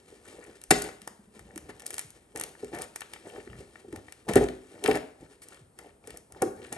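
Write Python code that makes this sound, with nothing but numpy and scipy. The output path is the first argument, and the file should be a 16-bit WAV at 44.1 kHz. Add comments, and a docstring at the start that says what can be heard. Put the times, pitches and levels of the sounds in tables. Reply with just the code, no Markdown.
"""A perforated door is pushed in and torn open in a cardboard calendar box on a desk, in a small bare room.
Paper bridges crack one by one or rip in quick runs, made from shaped noise bursts.
The hollow box pops as its face buckles, made from short swelling modes and gliding notes.
In between, fingers rub, scrape, catch and judder on the card and a jacket sleeve rustles, mostly from
random grains. Nearby scatter, room echoes and a quiet noise bed surround it all."""
import sys
import numpy as np
from scipy import signal
from scipy.fft import rfft, irfft, next_fast_len
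from scipy.io import wavfile

SR = 44100
rng = np.random.default_rng(int(sys.argv[2]) if len(sys.argv) > 2 else 0)


def dump_mix(stems):
    """Bounce the given channels to the path in sys.argv[1] as a 16-bit WAV at rate SR."""
    frames = np.atleast_2d(stems).T  # one column per channel
    limited = np.clip(frames, -1, 1)  # hard clip at full scale
    pcm = np.round(limited * 32767).astype(np.int16)
    wavfile.write(sys.argv[1], SR, pcm)


N = 298632
TIME = np.arange(N) / SR  # seconds

# Source levels are set ahead of the room, the ports and the overall colour; all spectra are relative.
# Single cracks, loud and faint, at set times. Each row: start in seconds, treble level in dB,
# level of the card's midrange in dB before the trim shared by all cracks.
PLACED_CRACKS = [(0.615, -40.5, -46), (0.6377, -34.5, -47.5), (0.8207, -21.5, -34), (1.0172, -40.5, -41.5),
                 (1.0752, -29, -26.5), (1.3926, -41.5, -39), (1.559, -35, -40.5), (1.5769, -31.5, -36),
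                 (1.8643, -22.5, -60), (1.9053, -28.5, -35), (1.9415, -27.5, -35), (1.981, -24, -30),
                 (1.9925, -22.5, -32), (2.104, -40, -52), (2.3594, -29, -30.5), (2.3737, -32, -45),
                 (2.398, -26, -37), (2.411, -23.5, -26), (2.4365, -26, -30), (2.6451, -40, -43.5),
                 (2.749, -36, -46), (2.787, -35.5, -36), (2.8191, -26, -38.5), (2.9594, -26, -30.5),
                 (3.0068, -30, -36), (3.018, -40.5, -27.5), (3.135, -33, -30), (3.926, -43, -39),
                 (3.96, -37, -36), (4.1229, -36, -39.5), (4.335, -25.5, -25.5), (4.356, -15.5, -19),
                 (4.486, -40, -31), (4.8393, -22, -24), (4.8601, -26, -14.5), (4.876, -27, -35),
                 (4.912, -30.5, -18), (4.9548, -30.5, -30), (5.4855, -39, -61), (5.7882, -36.5, -41),
                 (6.0732, -35, -42.5), (6.105, -39, -38.5), (6.172, -34, -48), (6.322, -39.5, -52),
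                 (6.4202, -19, -27.5), (6.726, -24, -45)]
# More cracks at random moments in these spans. Each row: start in seconds, end in seconds,
# mean treble level in dB.
TEARING_SPANS = [(0.785, 0.846, -32), (1.79, 2.013, -40.5), (2.366, 2.447, -42), (2.747, 2.841, -41.5),
                 (4.931, 4.974, -37.5)]
CRACKLE_PER_S, CRACKLE_SPREAD_DB, CRACKLE_CARD_DB = 65, 0.5, -3.5
# The bright snap of a bridge. Each row: frequency in Hz, level in dB per Hz.
SNAP_SPECTRUM = [(1500, -16), (3500, -13.5), (5500, -2), (7500, 0.5), (9000, 6), (12000, 0.5)]
# The card around a break, before its random shift. Each row: frequency in Hz, level in dB per Hz.
CARD_SPECTRUM = [(300, -16), (700, -2), (1500, -0.5), (2700, -2.5), (5000, -8.5), (9000, -38.5)]
CARD_SPREAD_OCT = 0.49  # random pitch spread of the card, octaves
STRAIN_S = 0.004        # creaking lead-in to a break, seconds
SNAP_EVENNESS = 0.6     # 0: a ragged spectrum, 1: a smooth one
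# A break drags a weaker one after it, deeper in the card: longest delay in seconds, level in dB
SPLINTER_S, SPLINTER_DB = 0.006, -11.5
# Runs of fibres giving way together. Each row: start in seconds, length before the fade in seconds,
# level in dB, treble shelf against the rest in dB.
RIP_RUNS = [(0.707, 0.0044, -11, 6), (1.689, 0.018, -47, -6), (2.733, 0.053, -43.5, -22),
            (4.287, 0.0069, -30, -2), (4.36, 0.017, -26, -7), (4.84, 0.031, -41, -38),
            (4.881, 0.0077, -32, -25), (4.943, 0.029, -34.5, -15), (5.419, 0.022, -49.5, 24),
            (6.4179, 0.0061, -25, -34), (6.722, 0.014, -40, -9.5), (6.763, 0.0057, -42, -25)]
# The rip ahead of its treble shelf. Each row: frequency in Hz, level in dB per Hz.
RIP_SPECTRUM = [(50, -13), (150, -2), (300, 3), (520, -0.5), (720, 5.5), (1000, -4.5), (1900, -5),
                (3000, -12.5), (6500, -15), (9000, -9.5), (12000, -14.5)]

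# The face buckling or being bumped. Each row: start in seconds, level in dB before the shared trim,
# tuning in Hz that the box settles to.
FACE_POPS = [(0.122, -43.5, 405), (0.386, -41, 442), (0.49, -40, 350.6), (0.711, -18, 163.7),
             (0.719, -13.5, 398), (0.841, -32, 393), (1.559, -33, 302), (1.688, -36, 394),
             (2.35, -30.5, 430), (2.63, -27, 400), (3.378, -32.5, 392), (3.47, -36, 367), (3.602, -37, 378),
             (3.844, -40, 392.5), (3.88, -36, 351.5), (4.2811, -29, 401), (4.289, -16.5, 337),
             (4.358, -1.5, 387), (4.409, -18, 410), (4.843, -23.5, 403), (4.882, -13, 429),
             (4.889, -15.5, 423.3), (5.223, -38, 276.6), (6.075, -37, 432), (6.459, -28, 333),
             (6.595, -35.5, 399)]
# After each pop the face springs back: delay in seconds, level in dB, tuning as a share of the pop's
REBOUND_S, REBOUND_DB, REBOUND_PITCH = 0.019, -13, 0.62
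# A torn flap springs free and rings. Each row: start in seconds, level in dB before the shared trim.
FREED_FLAPS = [(0.708, -19.5), (4.8845, -20.5), (6.422, -28.5)]
FLAP_HZ = 733  # box tuning while a flap rings
# Modes of the hollow box at its reference tuning. Each row: frequency in Hz, mean level in dB,
# swell and decay time in seconds.
BOX_MODES = [(59, -32.5, 0.034), (120.9, -21.5, 0.005), (187, -25.5, 0.0068), (254.5, -12, 0.0047),
             (401, -4, 0.0044), (559.5, -17.5, 0.0051), (748, -21, 0.0054), (1373, -35.5, 0.0027)]
BOX_HZ = 405  # reference tuning
# The pressed face going slack in a falling thump. Each row: start in seconds, level in dB,
# starting pitch in Hz, fall time in seconds.
FACE_SLUMPS = [(0.709, -20.5, 461.5, 0.015), (2.041, -49, 190, 0.04), (3.926, -33, 463.3, 0.029),
               (5.603, -51, 180, 0.06), (6.423, -18, 610, 0.0269)]
# Swell as a share of the fall time, overtone as a multiple of the note, overtone level in dB
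SLUMP_SWELL_SHARE, SLUMP_OVERTONE, SLUMP_OVERTONE_DB = 0.31, 1.7, -14

# The hand moving on the card. Each row: start in seconds, end in seconds, rubbing level in dB,
# weight in dB (above 0 it leans on the box, below 0 it skims).
HAND_STROKES = [(0.241, 0.554, -55.5, -2), (0.838, 0.893, -38.5, -7), (1.392, 1.755, -59.5, 11),
                (1.804, 2.028, -56, -2), (2.354, 2.499, -48, -6), (2.73, 2.848, -42, -5.5),
                (3.242, 3.408, -50, -7), (3.479, 3.64, -57, 17.5), (3.922, 3.996, -50.5, 12.5),
                (4.283, 4.355, -32, 4), (4.37, 4.451, -31, 1.5), (4.705, 4.838, -55.5, -0.5),
                (4.844, 4.976, -33, -5.5), (5.204, 5.267, -54, 8), (5.519, 5.578, -60, -20),
                (5.774, 5.904, -55.5, -1), (6.036, 6.186, -55, 5.5), (6.315, 6.434, -54, 8.5),
                (6.557, 6.777, -51, 4)]
# A firmer stroke raises rumble and scraping by these dB per dB; weight trades scraping for rumble
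USUAL_STROKE_DB = -50
RUMBLE_FOLLOWS, SCRAPE_FOLLOWS, WEIGHT_MUTES_SCRAPE = 0.98, 0.82, 0.27
# The box rumbling on the desk. Each row: frequency in Hz, level in dB per Hz.
RUMBLE_SPECTRUM = [(25, -17), (55, 3), (110, -0.5), (220, -6.5), (400, -43)]
# Skin on card, before the flexing shifts it. Each row: frequency in Hz, level in dB per Hz.
RUB_SPECTRUM = [(100, -23), (270, -3), (410, 1), (740, -4), (1000, -17), (1800, -34.5)]
# Colour laid over the scraping fibres. Each row: frequency in Hz, level in dB.
SCRAPE_COLOUR = [(500, -10), (850, -1.5), (1700, 1.5), (2800, -4.5), (5500, -10.5), (9000, -4),
                 (12000, -12.5)]
# A fingertip catching on the edge of the door. Each row: start in seconds, level in dB.
EDGE_CATCHES = [(0.89, -31), (1.507, -47.5), (2.552, -41.5), (3.162, -37), (3.361, -40), (3.475, -41),
                (3.5, -40), (3.531, -41), (3.554, -48), (3.757, -38.5), (4.084, -37), (5.422, -49),
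                (5.791, -41), (6.041, -46), (6.348, -45.5)]
# Modes of the small door, before random detuning. Each row: frequency in Hz, mean level in dB,
# decay time in seconds.
DOOR_MODES = [(746, -9, 0.0025), (1400, -4, 0.00093), (1900, -5, 0.0011)]
# The fingertip judders in an even run of soft knocks, every second one weaker
JUDDER_START_S, JUDDER_STEP_S = 1.017, 0.0862
JUDDER_DB, JUDDER_WEAK_DB, JUDDER_HZ = -49.5, -3.5, 208.7

# The jacket sleeve as the arm moves, before its flutter. Each row: time in seconds, level in dB.
SLEEVE_MOVES = [(1.05, -62), (1.23, -68), (2.1, -64.5), (2.3, -70), (2.55, -60), (3.3, -57.5), (4.2, -65.5),
                (4.62, -60), (5.38, -70.5), (5.55, -58.5), (5.72, -83.5), (5.85, -61.5), (5.98, -84),
                (6.1, -55.5), (6.28, -82), (6.65, -61)]
# The rustle of the cloth. Each row: frequency in Hz, level in dB per Hz.
SLEEVE_SPECTRUM = [(60, -23), (400, 4.5), (800, -9.5), (2000, -15), (6500, -17.5), (9000, -12.5),
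                   (12000, -23)]

# Scatter from the desk and the wall behind. Each row: frequency in Hz, level in dB.
NEARBY_SPECTRUM = [(300, -35), (800, -4), (2000, 3), (5000, -14), (9000, -12)]
# How fast the room dies away. Each row: frequency in Hz, time to fall 60 dB in seconds.
ROOM_DECAY = [(400, 0.4446), (2000, 0.4955), (6000, 0.36), (12000, 0.5)]
# How loud the room answers. Each row: frequency in Hz, echo level in dB.
ROOM_LEVEL = [(60, -7.5), (200, -4), (400, -8.5), (1000, -5.5), (3000, -3), (8000, -10), (12000, -15.5)]
# The quiet room. Each row: frequency in Hz, level in dB per Hz.
AMBIENCE_SPECTRUM = [(20, -16), (55, 2.5), (130, -3), (420, -4.5), (800, -11), (3000, -30.5), (6500, -33),
                     (9000, -18), (12000, -29)]
AMBIENCE_DB = -63.5
# Diffuse sound. Each row: frequency in Hz, left-right likeness from 0 to 1.
STEREO_LIKENESS = [(300, 0.92), (600, 0.25), (1200, 0.23), (6000, 1), (8000, 1)]
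# Level between the microphone ports. Each row: frequency in Hz, left over right in dB.
PORT_LEVEL = [(380, 0.5), (700, 0.97), (1250, 4.6), (2000, 7.5), (7100, 2.7), (7800, 0.3)]
# Phase between the microphone ports. Each row: frequency in Hz, lead of the left in radians.
PORT_LEAD = [(250, 0.03), (800, 0.75), (1700, 0.9), (2250, 1.6), (6900, 0.83), (8000, 0.95), (12200, -6)]
# Overall colour: two narrow treble peaks with a dip between, then a steep fall towards 13 kHz.
# Each row: frequency in Hz, gain in dB.
OVERALL_COLOUR = [(20, -20), (48, 0), (9500, 1), (9900, 8.5), (10250, 0.5), (10800, 8), (11600, -1.5),
                  (12300, -15), (13000, -20.5)]
CUTOFF_HZ = 13100


def cracks(card_trim_db):
    """Each bridge snaps brightly, shakes the card round it and splinters a moment later."""
    out = np.zeros(N)
    for s, treble_db, card_db in list(PLACED_CRACKS) + crackle():
        card_level = card_db + card_trim_db
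        snap = burst(SNAP_SPECTRUM, snap_s=0.00058, ring_s=0.006, ring_db=-15.5, creak_s=0.002, creak_db=-17.5)
        start = s - STRAIN_S
        add(out, start, from_db(treble_db) * snap + from_db(card_level) * card_crack())
        splinter = from_db(card_level + SPLINTER_DB) * card_crack()
        add(out, start + SPLINTER_S * rng.random(), splinter)
    return out


def crackle():
    """More cracks at random moments while the perforation parts, as rows like the placed ones."""
    rows = []
    for start, end, level_db in TEARING_SPANS:
        for _ in range(round((end - start) * CRACKLE_PER_S)):
            treble_db, card_db = level_db + CRACKLE_SPREAD_DB * rng.standard_normal(2)
            rows.append((rng.uniform(start, end), treble_db, card_db + CRACKLE_CARD_DB))
    return rows


def card_crack():
    """The card round a break rings in the midrange, a little higher or lower each time."""
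    pitch = 2 ** (CARD_SPREAD_OCT * rng.standard_normal())
    spectrum = [(hz * pitch, db) for hz, db in CARD_SPECTRUM]
    return burst(spectrum, snap_s=0.00041, ring_s=0.0038, ring_db=-12.5, creak_s=0.00088, creak_db=-16.0)


def burst(spectrum, snap_s, ring_s, ring_db, creak_s, creak_db):
    """One break: a few fibres fail under strain, the rest go at once, and the card rings briefly."""
    t = TIME[:SR // 40] - STRAIN_S - 2 * snap_s  # 0 at the height of the snap
    creak = from_db(creak_db) * np.exp(-abs(t) / creak_s)
    ring = from_db(ring_db) * np.exp(-abs(t) / ring_s)
    shape = np.exp(-(t / snap_s) ** 2) + np.where(t < 0, creak, ring)
    fibres = rfft(rng.standard_normal(len(t)) * shape)
    evened = irfft(fibres / abs(fibres) ** SNAP_EVENNESS)
    sound = coloured(evened, spectrum)
    # every burst carries the energy of 1 ms at unit rms
    return sound / np.sqrt(np.sum(sound ** 2) / (SR / 1000))


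def rips(stop_s, treble_hz, clump_db):
    """A tear races along the perforation: fibres break in dense clumps, then the card rings out."""
    out, t = np.zeros(N), TIME[:SR // 7]
    for s, length, level_db, treble_db in RIP_RUNS:
        shape = np.exp(-np.maximum(t - length, 0) / stop_s)
        clumps = from_db(clump_db * drift(500)[:len(t)])
        fibres = coloured(rng.standard_normal(len(t)) * clumps * shape, RIP_SPECTRUM)
        tear = filtered(fibres, lambda hz: from_db(treble_db * hz ** 2 / (hz ** 2 + treble_hz ** 2)))
        same_energy = np.sqrt(np.sum(shape ** 2) / np.sum(tear ** 2))
        add(out, s, from_db(level_db) * tear * same_energy)
    return out


def pops(level_db, scatter_db, tension, slacken_s):
    """The face flips and pumps the air in the box; the modes swell and die in a few cycles."""
    out, t = np.zeros(N), TIME[:SR // 6]
    hz, mode_db, swell = np.transpose(BOX_MODES)[:, :, None]
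    # the strained card rings high at first and sinks as it slackens
    travel = t + tension * slacken_s * (1 - np.exp(-t / slacken_s))
    envelope = t / swell * np.exp(1 - t / swell)
    for s, blow_db, pitch_hz in blows():
        strength = from_db(mode_db + scatter_db * rng.standard_normal(hz.shape))
        modes = strength * envelope * np.sin(2 * np.pi * hz * pitch_hz / BOX_HZ * travel)
        add(out, s, from_db(blow_db + level_db) * modes.sum(axis=0))
    return out


def blows():
    """All that sets the box ringing: pops, their rebounds and freed flaps, as (s, dB, Hz)."""
    rebounds = [(s + REBOUND_S, db + REBOUND_DB, hz * REBOUND_PITCH) for s, db, hz in FACE_POPS]
    flaps = [(s, db, FLAP_HZ) for s, db in FREED_FLAPS]
    return list(FACE_POPS) + rebounds + flaps


def slumps():
    """The face loses tension, so its note and one overtone slide down while they swell and die."""
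    out, t = np.zeros(N), TIME[:SR // 6]
    for s, level_db, start_hz, fall_s in FACE_SLUMPS:
        phase = 2 * np.pi * start_hz * fall_s * (1 - np.exp(-t / fall_s))
        age = t / (SLUMP_SWELL_SHARE * fall_s)
        note = np.sin(phase) + from_db(SLUMP_OVERTONE_DB) * np.sin(SLUMP_OVERTONE * phase)
        add(out, s, from_db(level_db) * (age * np.exp(1 - age)) ** 2 * note)
    return out


def fingers(rumble_db, scrape_db):
    """The pushed box rumbles on the desk, skin rubs its face, and card edges scrape in small grains."""
    _, _, rubbing, weight = np.transpose(HAND_STROKES)
    effort = rubbing - USUAL_STROKE_DB
    rumbling = RUMBLE_FOLLOWS * effort + weight + rumble_db
    scraping = SCRAPE_FOLLOWS * effort - WEIGHT_MUTES_SCRAPE * weight + scrape_db
    desk = slips(RUMBLE_SPECTRUM, per_s=880, spread_db=4.0, uneven_db=2.5)
    skin = flexing(slips(RUB_SPECTRUM, per_s=1300, spread_db=4.0, uneven_db=4.0), octaves=0.14, rate=35)
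    edges = papery(per_s=1800, spread_db=4.5, uneven_db=4.0, sharpness=4.5, count=18)
    rumble = pressure(rumbling, ease_s=0.007) * desk
    rub = pressure(rubbing, ease_s=0.035) * skin
    scrape = pressure(scraping, ease_s=0.008) * edges
    return rumble + rub + scrape


def pressure(levels_db, ease_s):
    """Each stroke eases in, holds and eases out."""
    out = np.zeros(N)
    for (start, end, *_), level_db in zip(HAND_STROKES, levels_db):
        t, length = TIME[:SR], end - start
        ease = ease_s + length / 10
        ramps = np.minimum(t, length + ease - t) / ease
        add(out, start - ease / 2, from_db(level_db) * np.clip(ramps, 0, 1))
    return out


def slips(spectrum, per_s, spread_db, uneven_db):
    """Tiny slips, with a grip that comes and goes."""
    grip = from_db(uneven_db * drift(50))
    return rms_one(coloured(grains(per_s, spread_db) * grip, spectrum))


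def flexing(x, octaves, rate):
    """The card bends under the hand: a wandering playback speed moves its resonances up and down."""
    position = np.cumsum(2 ** (octaves * drift(rate))) % N
    return np.interp(position, np.arange(N), x)


def papery(per_s, spread_db, uneven_db, sharpness, count):
    """Fibres flick past an edge, each with a short ring at one of a set of pitches."""
    clicks = grains(per_s, spread_db) * from_db(uneven_db * drift(40))
    dealt = rng.integers(0, count, N)  # which pitch each click sounds
    rings = np.zeros(N)
    for k, hz in enumerate(np.geomspace(600, 12000, count)):
        b, a = signal.iirpeak(hz, max(sharpness, 2), fs=SR)
        rings += signal.lfilter(b, a, clicks * (dealt == k) + 1e-18)
    return rms_one(coloured(rings, SCRAPE_COLOUR))


def catches(spread_oct, scatter_db):
    """A fingertip slips off the edge of the door, which ticks woodily, its modes randomly detuned."""
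    out, t = np.zeros(N), TIME[:SR // 20]
    hz, mode_db, decay = np.transpose(DOOR_MODES)[:, :, None]
    for s, level_db in EDGE_CATCHES:
        detune, uneven = rng.standard_normal((2, *hz.shape))
        strength = from_db(mode_db + scatter_db * uneven)
        tones = np.sin(2 * np.pi * hz * 2 ** (spread_oct * detune) * t)
        modes = strength * np.exp(-t / decay) * tones
        add(out, s, from_db(level_db) * modes.sum(axis=0))
    return out


def judder(swell_s, count):
    """Each slip of the fingertip makes the face hum for a few cycles."""
    out, t = np.zeros(N), TIME[:SR // 6]
    hum = (t / swell_s * np.exp(1 - t / swell_s)) ** 2 * np.sin(2 * np.pi * JUDDER_HZ * t)
    for k in range(count):
        level_db = JUDDER_DB + k % 2 * JUDDER_WEAK_DB
        add(out, JUDDER_START_S + k * JUDDER_STEP_S, from_db(level_db) * hum)
    return out


def sleeve(per_s, spread_db, uneven_db):
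    """Cloth folds slide over one another in faint, fine grains."""
    level_db = np.interp(TIME, *np.transpose(SLEEVE_MOVES)) + uneven_db * drift(25)
    return from_db(level_db) * rms_one(coloured(grains(per_s, spread_db), SLEEVE_SPECTRUM))


def nearby(x, delay_s, fade_s):
    """Things on the desk scatter the sound back within a few milliseconds."""
    t = TIME[:SR // 20]
    fade = (t > delay_s) * np.exp(-t / fade_s)
    scatter = diffuse(size=len(t)) * fade / np.sqrt(np.sum(fade ** 2))
    response = coloured(scatter, NEARBY_SPECTRUM)
    return signal.fftconvolve(x[None], response, axes=1)[:, :N]


def room(x, build_s):
    """Dense wall echoes build up quickly and die away, each octave at its own rate."""
    t, centres = TIME[:SR], 62.5 * 2.0 ** np.arange(9)
    noise, response = diffuse(size=SR), 0
    for hz, share in zip(centres, np.eye(len(centres))):
        # neighbouring bands crossfade
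        band = filtered(noise, lambda f: at_hz(np.column_stack([centres, share]), f))
        decay = from_db(-60 * t / at_hz(ROOM_DECAY, hz)) * (1 - np.exp(-t / build_s))
        level = from_db(at_hz(ROOM_LEVEL, hz)) / np.sqrt(np.sum(decay ** 2))
        response = response + band * decay * level
    return signal.fftconvolve(x[None], response, axes=1)[:, :N]


def quiet_room():
    """A steady bed of diffuse noise, coloured as the room at rest."""
    return from_db(AMBIENCE_DB) * rms_one(coloured(diffuse(size=N), AMBIENCE_SPECTRUM))


def diffuse(size):
    """Stereo noise from all round: mid and side are balanced to set the likeness at each frequency."""
    mid, side = rng.standard_normal((2, size))
    mid = filtered(mid, lambda hz: np.sqrt((1 + np.clip(at_hz(STEREO_LIKENESS, hz), 0, 1)) / 2))
    side = filtered(side, lambda hz: np.sqrt((1 - np.clip(at_hz(STEREO_LIKENESS, hz), 0, 1)) / 2))
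    return np.array([mid + side, mid - side])


def ports(x):
    """The two microphone ports differ in level and phase, half the difference on each side."""
    half = np.array([[0.5], [-0.5]])

    def response(hz):
        return from_db(half * at_hz(PORT_LEVEL, hz)) * np.exp(1j * half * at_hz(PORT_LEAD, hz))
    return filtered(x, response)


def grains(per_s, spread_db):
    """Random clicks of uneven size."""
    sizes = from_db(spread_db * np.minimum(rng.exponential(1, N), 4)) * rng.choice([-1, 1], N)
    return rms_one(sizes * (rng.random(N) < per_s / SR))


def drift(rate):
    """A random wander of unit rms, heading for this many new values a second."""
    knots = rng.standard_normal(4096)
    return rms_one(np.interp(TIME * rate, np.arange(len(knots)), knots))


def from_db(db):
    """Decibels to gain."""
    return 10 ** (np.asarray(db) / 20)


def rms_one(x):
    """Scale to unit rms."""
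    return x / np.sqrt(np.mean(x ** 2) + 1e-20)


def at_hz(points, hz):
    """Read a table on a log-frequency axis."""
    f, value = np.transpose(points)
    return np.interp(np.log(np.maximum(hz, 1)), np.log(f), value)


def filtered(x, response):
    """Apply a response, given as a function of Hz."""
    n = x.shape[-1]
    size = next_fast_len(n + 4096)
    hz = np.arange(size // 2 + 1) * SR / size
    return irfft(rfft(x, size) * response(hz), size)[..., :n]


def coloured(x, spectrum):
    """Shape x with a spectrum in dB."""
    return filtered(x, lambda hz: from_db(at_hz(spectrum, hz)))


def add(track, s, sound):
    """Mix a sound into a track at time s."""
    i = max(round(s * SR), 0)
    part = sound[:max(N - i, 0)]
    track[i:i + len(part)] += part


def scene():
    """The box close by, its echoes, and the quiet room."""
    box = cracks(card_trim_db=-6.0) + rips(stop_s=0.0056, treble_hz=2540, clump_db=1.0)
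    box = box + pops(level_db=0.5, scatter_db=1.5, tension=0.15, slacken_s=0.006) + slumps()
    box = box + fingers(rumble_db=-61.5, scrape_db=-60.0)
    box = box + catches(spread_oct=0.25, scatter_db=2) + judder(swell_s=0.0081, count=7)
    box = box + sleeve(per_s=2600, spread_db=3.5, uneven_db=3.5)
    echoes = nearby(box, delay_s=0.001739, fade_s=0.00084) + room(box, build_s=0.001)
    return ports(box + echoes + quiet_room())


def record(dry):
    """The overall colour is laid on, the highest peaks are rounded and the top is cut."""
    sound = coloured(dry, OVERALL_COLOUR)
    rounded = sound / (1 + (sound / 0.92) ** 6) ** (1 / 6)
    top_cut = signal.ellip(8, 0.3, 60, CUTOFF_HZ, fs=SR, output="sos")
    return signal.sosfilt(top_cut, rounded)


dry = scene()
out = record(dry)
dump_mix(out)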